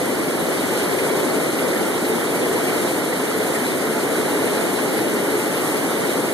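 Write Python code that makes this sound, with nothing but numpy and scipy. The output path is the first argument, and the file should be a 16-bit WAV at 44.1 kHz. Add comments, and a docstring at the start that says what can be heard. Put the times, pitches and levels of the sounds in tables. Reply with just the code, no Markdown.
"""White water below a low weir

A river pours over a stepped weir and plunges into a pool a few metres from the microphone.
Clouds of trapped air roar, single bubbles ring, spray fizzes and now and then a slab of water slaps down.
The microphone is a handheld camera's, and its stereo widener gives the rush a hollow colour."""
import sys
import numpy as np
from scipy import signal
from scipy.fft import rfft, irfft
from scipy.io import wavfile
from scipy.ndimage import uniform_filter1d, map_coordinates

SR = 44100
rng = np.random.default_rng(int(sys.argv[2]) if len(sys.argv) > 2 else 0)


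def transcribe(u):
    """Save the signal u as a 16-bit wav file named by the first command-line argument.

    u: samples, shape (n,) or (channels, n), limited to [-1, 1]; the rate is SR.
    q: integer samples, one column per channel.
    """
    v = np.clip(np.atleast_2d(u).T, -1, 1)
    q = np.round(v * 32767).astype(np.int16)
    wavfile.write(sys.argv[1], SR, q)


N = 279153
TIME = np.arange(N) / SR
FREQ = np.maximum(np.arange(N // 2 + 1) * SR / N, 1)


# Spectrum of the plunge pool, a few metres off (frequency [Hz], relative level [dB])
POOL_SPECTRUM = [(25, -36.2), (50, -33), (80, -18.5), (120, -9.5), (165, -4.9), (215, -5), (280, -0.95),
                 (360, -1.57), (430, -4.5), (560, -9.5), (780, -16.5), (1100, -21), (1500, -24.5),
                 (2100, -24.5)]
# The boil under the fall, surging at its own pace (time [s], level [dB])
BOIL_SURGES = [(0, -0.6), (0.88, -0.5), (1.15, 1.1), (1.37, 1.0), (1.5, -1), (1.72, 1.2), (1.95, -1.2),
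               (2.12, 0.8), (2.27, -2.0), (2.38, 1.2), (2.85, -0.5), (3.22, -2), (3.95, -0.7), (4.25, -0.1),
               (4.85, -0.4), (5.34, 0), (5.52, -2), (5.75, -0.5), (6.33, -0.5)]

def plunge():
    """Big pockets of air, driven under by the fall, boom and gurgle."""
    cloud = bubbles(199.3, 750.5, cycles=33.5, spread_db=1.5, rise=0.067, count=1600)
    water = churn(cloud, share_db=-4.5, flutter_db=0, flutter_hz=14)
    roar = spread(colour(water, gains(POOL_SPECTRUM) * below(700)))
    rumble = steady(colour(roar, below(200)), span_s=0.24)
    boil = steady(colour(roar, above(225)), span_s=0.12) * swell(BOIL_SURGES)
    return (rumble + boil) * undb(-0.52)


def splashing():
    """Smaller bubbles babble where the sheet of water breaks up."""
    cloud = bubbles(648.6, 2490, cycles=102, spread_db=3, rise=0.046, count=2300)
    water = churn(cloud, share_db=-6.5, flutter_db=0.5, flutter_hz=9.2)
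    babble = spread(colour(water, gains(POOL_SPECTRUM) * above(663) * below(2320, order=24)))
    return steady(babble, span_s=0.2) * flow() * undb(-0.78)


# Spray and bursting foam across the weir (frequency [Hz], relative level [dB])
SPRAY_SPECTRUM = [(2900, -27), (3500, -31.5), (4400, -30.5), (5200, -31.5), (5850, -30), (6600, -31),
                  (7800, -30), (8600, -28.5), (10000, -27), (11000, -27.5), (12000, -31.5), (13600, -33)]
# Thrown spray coming down on the pool (time [s], length [s], patter rise [dB], fizz rise [dB])
SPRAY_SHOWERS = [(.58, 0.15, 1.5, 0.2), (0.793, .07, 4, 1), (1.82, .05, 1.5, 0.5), (2.08, .06, 0, 1.2),
                 (2.685, .08, 1.2, 0.5), (2.785, .04, 1.0, 0.3), (2.88, .09, 0.3, 0.5),
                 (3.52, .14, -0.5, 1), (3.675, 0.05, 2, 1.5), (4.172, .06, 0.6, 1.2), (4.577, .07, 1.7, 0),
                 (4.788, .05, 1, 0.9), (4.982, 0.044, 2, 1), (5.395, .04, -0.4, 2), (5.574, 0.036, 2, 0),
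                 (5.69, .12, 0.2, 2), (6.1, .06, 1.5, 1.5)]

def spray(split_hz=9800):
    """Drops patter and foam fizzes, lifting with the showers; coarse and fine foam flutter apart."""
    drops = bubbles(2388, 5047, cycles=400, spread_db=2.8, rise=0.044, count=3600)
    foam = bubbles(5140, 14400, cycles=30, spread_db=2, rise=0.1, count=24000)
    hiss = gains(SPRAY_SPECTRUM) * above(2110, order=24)
    patter = colour(churn(drops, share_db=-4, flutter_db=0.52, flutter_hz=20), hiss * below(5680))
    fizz = patter_db = fizz_db = 0
    for cloud, band in ((foam, below(split_hz)), (np.roll(foam, N // 2, axis=1), above(split_hz))):
        froth = churn(cloud, share_db=-5, flutter_db=1, flutter_hz=23)
        fizz += colour(froth, hiss * above(6190) * band)
    for at, length, patter_rise, fizz_rise in SPRAY_SHOWERS:
        shower = np.exp(-(2 * (TIME - at) / length) ** 2)
        patter_db += patter_rise * shower
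        fizz_db += fizz_rise * shower
    patter = steady(spread(patter), span_s=0.15) * undb(patter_db)
    fizz = steady(spread(fizz), span_s=0.14) * undb(fizz_db)
    return (patter + fizz) * flow() * undb(-0.56)


# Air gulped under the fall, straight ahead (time [s], relative level [dB], pitch [Hz])
AIR_GULPS = [(.08, -25, 307), (1.0, -19, 274), (1.12, -20, 421), (1.25, -26, 300), (1.335, -24, 425),
             (2.083, -21, 445), (2.796, -21.5, 347), (2.92, -23, 302), (3.37, -22, 412), (3.85, -26, 423),
             (4.18, -26, 426), (4.345, -21.5, 420), (4.385, -23, 273), (4.582, -31, 665), (5.005, -20, 318),
             (5.32, -21, 426), (5.735, -22, 414), (6.166, -24, 287)]

def gulps():
    """The biggest pockets of air ring low and hollow."""
    return undb(2) * rings(AIR_GULPS, attack_s=0.013, decay_s=0.029, rise_per_s=0.14, waver=0.013)


# Single bubbles close to the microphone, on the left (time [s], relative level [dB], pitch [Hz])
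NEAR_PLOPS = [(1.091, -31, 2255), (1.752, -31, 1783), (2.361, -33, 2330), (2.675, -29, 2260),
              (3.55, -27.5, 1865)]

def plops():
    """Small bubbles ring high and short."""
    ringing = rings(NEAR_PLOPS, attack_s=0.004, decay_s=0.014, rise_per_s=0.27, waver=0.005)
    return undb(1.5) * ringing * np.array([[1], [0]])


# Slabs of water hitting the pool (time [s], relative level [dB], band centre [Hz])
POOL_SLAPS = [(.983, -34, 2180), (1.355, -38, 2300), (1.586, -35, 2390), (1.728, -35, 1890),
              (2.679, -33, 2180), (3.549, -33, 1950), (4.471, -38, 2150), (4.785, -39, 2450),
              (4.979, -35, 1800), (5.396, -36, 2150)]

def slaps(edge_ratio=1.185, attack_s=0.003, decay_s=0.013):
    """Each slab of water lands with a short wet burst of noise."""
    out = np.zeros((2, N))
    t = TIME[:SR // 5]
    shape = (1 - np.exp(-t / attack_s)) * np.exp(-t / decay_s)
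    for start, db, hz in POOL_SLAPS:
        band = signal.butter(2, [hz / edge_ratio, hz * edge_ratio], "bandpass", fs=SR, output="sos")
        burst = unit(signal.sosfilt(band, rng.standard_normal((2, len(t)))))
        first = int(start * SR)
        out[:, first:first + len(t)] += undb(db + 3.5) * burst * shape / shape.max()
    return out


# The pool's hollow ring, centred behind the roar (time [s], relative level [dB])
RING_SWELLS = [(0, -14), (1.2, 0), (1.85, -2), (2.15, -3), (3.1, -7), (3.4, 6.5), (3.62, -3.5), (4.2, 2),
               (4.85, 0), (5.35, 6), (5.6, -4), (6.33, -9)]

def pool_ring(hz=430, width_hz=30, drift=0.01788):
    """Churning keeps a resonance of the pool ringing; its pitch wanders with the cloud of air."""
    ring = unit(colour(rng.standard_normal(N), peak(hz, width_hz)))
    speed = 1 + drift * walk(3.98)
    ring = map_coordinates(ring, [np.cumsum(speed)], order=1, mode="mirror")
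    return steady(ring[None], span_s=0.23) * swell(RING_SWELLS) * undb(-33)


def thud(at_s=0.42, length_s=0.018):
    """One soft low thud."""
    rumble = unit(colour(rng.standard_normal((2, N)), below(60, order=6)))
    return undb(-41) * rumble * np.exp(-((TIME - at_s) / length_s) ** 2)


# The space between weir, wall and microphone (frequency [Hz], width [Hz], boost [dB])
SPACE_RESONANCES = [(510, 25, 3.5), (860, 50, 1.2), (1427, 270, 3.5), (1950, 190, 1.5), (3880, 230, 0.9),
                    (9800, 900, 0.15)]

def resonate(water):
    """The space lifts the water's sound mildly around each resonance."""
    boost_db = sum(db * peak(hz, width) for hz, width, db in SPACE_RESONANCES)
    return colour(water, undb(boost_db))


# The flow over the lip of the weir (time [s], level before scaling by depth [dB])
WEIR_FLOW = [(0.0, -1), (0.38, -1.0), (0.78, 0.4), (1.06, 0.5), (1.48, -0.1), (1.77, 0), (1.93, -0.5),
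             (2.88, 1), (3.04, -1.0), (3.56, 0.4), (3.82, -0.9), (4.5, 0.85), (5.11, -0.5), (5.6, 0.4),
             (6.12, 0.0), (6.33, -1)]

def flow(depth=0.82):
    """Gain that swells and eases with the flow, about once a second."""
    return swell(WEIR_FLOW) ** depth


# Width of the water from where the microphone is (frequency [Hz], side against mid [dB])
STEREO_WIDTH = [(40, -10), (130, -19), (280, -17), (430, -13), (600, -5.5), (800, -2), (1100, -1.5),
                (1650, 6), (2050, 3.5), (2600, -3), (3400, 0.5), (6000, 0.1)]

def spread(water):
    """Lay two unrelated signals across the weir; the deep roar stays ahead."""
    mid, side = water[0], colour(water[1], gains(STEREO_WIDTH))
    return np.array([mid + side, mid - side])


def bubbles(lo_hz, hi_hz, cycles, spread_db, rise, count):
    """A stereo cloud of damped rings that glide up as the bubbles near the surface."""
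    when, pitch, size, place, life = rng.random((count, 5)).T
    hz = lo_hz + (hi_hz - lo_hz) * pitch
    ring_s = cycles * (0.5 + life) / hz  # time to fade by 60 dB
    strength = undb(-spread_db * np.log(1 - 0.99 * size)) / np.sqrt(ring_s)
    t = np.arange(int(ring_s.max() * SR)) / SR
    age = t / ring_s[:, None]
    phase = 2 * np.pi * hz[:, None] * t * (1 + rise * age / 2)
    ringing = strength[:, None] * np.exp(-np.log(1000) * age) * np.sin(phase)
    index = ((when * N).astype(int)[:, None] + np.arange(len(t))) % N
    out = np.zeros((2, N))
    for channel, pan in enumerate((np.cos(np.pi * place), np.sin(np.pi * place))):
        out[channel] = np.bincount(index.ravel(), (ringing * pan[:, None]).ravel(), N)
    return unit(out) * np.sqrt(2 * (hi_hz - lo_hz) / SR)  # same power per Hz as unit white noise


def churn(cloud, share_db, flutter_db, flutter_hz):
    """Near bubbles stand out of a wash of far ones; the tearing sheet flutters both by flutter_db."""
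    share = undb(share_db)
    water = (rng.standard_normal((2, N)) + share * cloud) / np.sqrt(1 + share ** 2)
    return water * undb(flutter_db * walk(flutter_hz))


def rings(table, attack_s, decay_s, rise_per_s, waver):
    """Each pocket of air rings briefly, wavering as it deforms and gliding up as it rises."""
    out = np.zeros(N + SR)
    t = TIME[:SR // 3]
    shape = (1 - np.exp(-t / attack_s)) * np.exp(-t / decay_s)
    for start, db, hz in table:
        wobble = np.interp(t, np.linspace(0, t[-1], 20), rng.standard_normal(20))
        pitch = hz * (1 + rise_per_s * t + waver * wobble)
        tone = np.sin(2 * np.pi * np.cumsum(pitch) / SR)
        first = int(start * SR)
        out[first:first + len(t)] += undb(db) * tone * shape / shape.max()
    return out[:N]


def steady(x, span_s):
    """Even out the slow swells of a random sound, leaving its grain."""
    power = uniform_filter1d(np.mean(x ** 2, axis=0), int(span_s * SR))
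    return x / np.sqrt(power / np.mean(x ** 2))


def walk(hz):
    """Smooth random motion of rms 1, changing about hz times a second."""
    return unit(colour(rng.standard_normal(N), below(hz, order=6)))


def swell(curve):
    """Gain along a (time [s], level [dB]) curve."""
    when, db = np.transpose(curve)
    return undb(np.interp(TIME, when, db))


def gains(points):
    """Gain at every frequency from (frequency [Hz], level [dB]) points."""
    hz, db = np.transpose(points)
    return undb(np.interp(np.log(FREQ), np.log(hz), db))


def colour(x, gain):
    """Filter by a gain per frequency."""
    return irfft(rfft(x) * gain, N)


def above(hz, order=12):
    """Steep high-pass gain."""
    return 1 / np.sqrt(1 + (hz / FREQ) ** order)


def below(hz, order=12):
    """Steep low-pass gain."""
    return 1 / np.sqrt(1 + (FREQ / hz) ** order)


def peak(hz, width_hz):
    """Resonance curve of height 1."""
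    return 1 / (1 + (2 * (FREQ - hz) / width_hz) ** 2)


def undb(db):
    """Decibels to gain."""
    return 10 ** (np.asarray(db) / 20)


def unit(x):
    """Scale to rms 1."""
    return x / np.sqrt(np.mean(x ** 2))


def scene():
    """The weir as it reaches the microphone, left and right."""
    rush = resonate(plunge() + pool_ring() + splashing() + spray())
    return rush + gulps() + plops() + slaps() + thud()


# What the camera's widener takes from the opposite channel (frequency [Hz], level [dB])
WIDENER_FEED = [(300, -3), (1300, -1.5), (2400, 0), (4100, 0), (4800, -11), (5500, -12), (13000, -19)]
# Slightly unequal colour of the two channels (frequency [Hz], left over right [dB])
CHANNEL_BALANCE = [(100, -0.5), (200, 1.1), (620, 1.5), (800, -1.1), (1250, -0.2), (1700, -2.2), (2400, 0),
                   (2750, 0), (2950, -0.9), (3400, 0.5), (4700, -1), (8500, 0.6), (12500, -0.4)]

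def record(dry, delay_s=17 / SR, top_hz=13900):
    """The widener subtracts a delayed copy of the opposite channel, combing the sound; the top is cut."""
    delay = np.exp(-2j * np.pi * FREQ * delay_s)
    wide = dry - colour(dry[::-1], gains(WIDENER_FEED) * delay)
    lean = np.sqrt(gains(CHANNEL_BALANCE))
    top_cut = signal.ellip(12, 0.1, 80, top_hz, fs=SR, output="sos")
    return signal.sosfilt(top_cut, colour(wide, np.array([lean, 1 / lean])))


dry = scene()
out = record(dry)
transcribe(out)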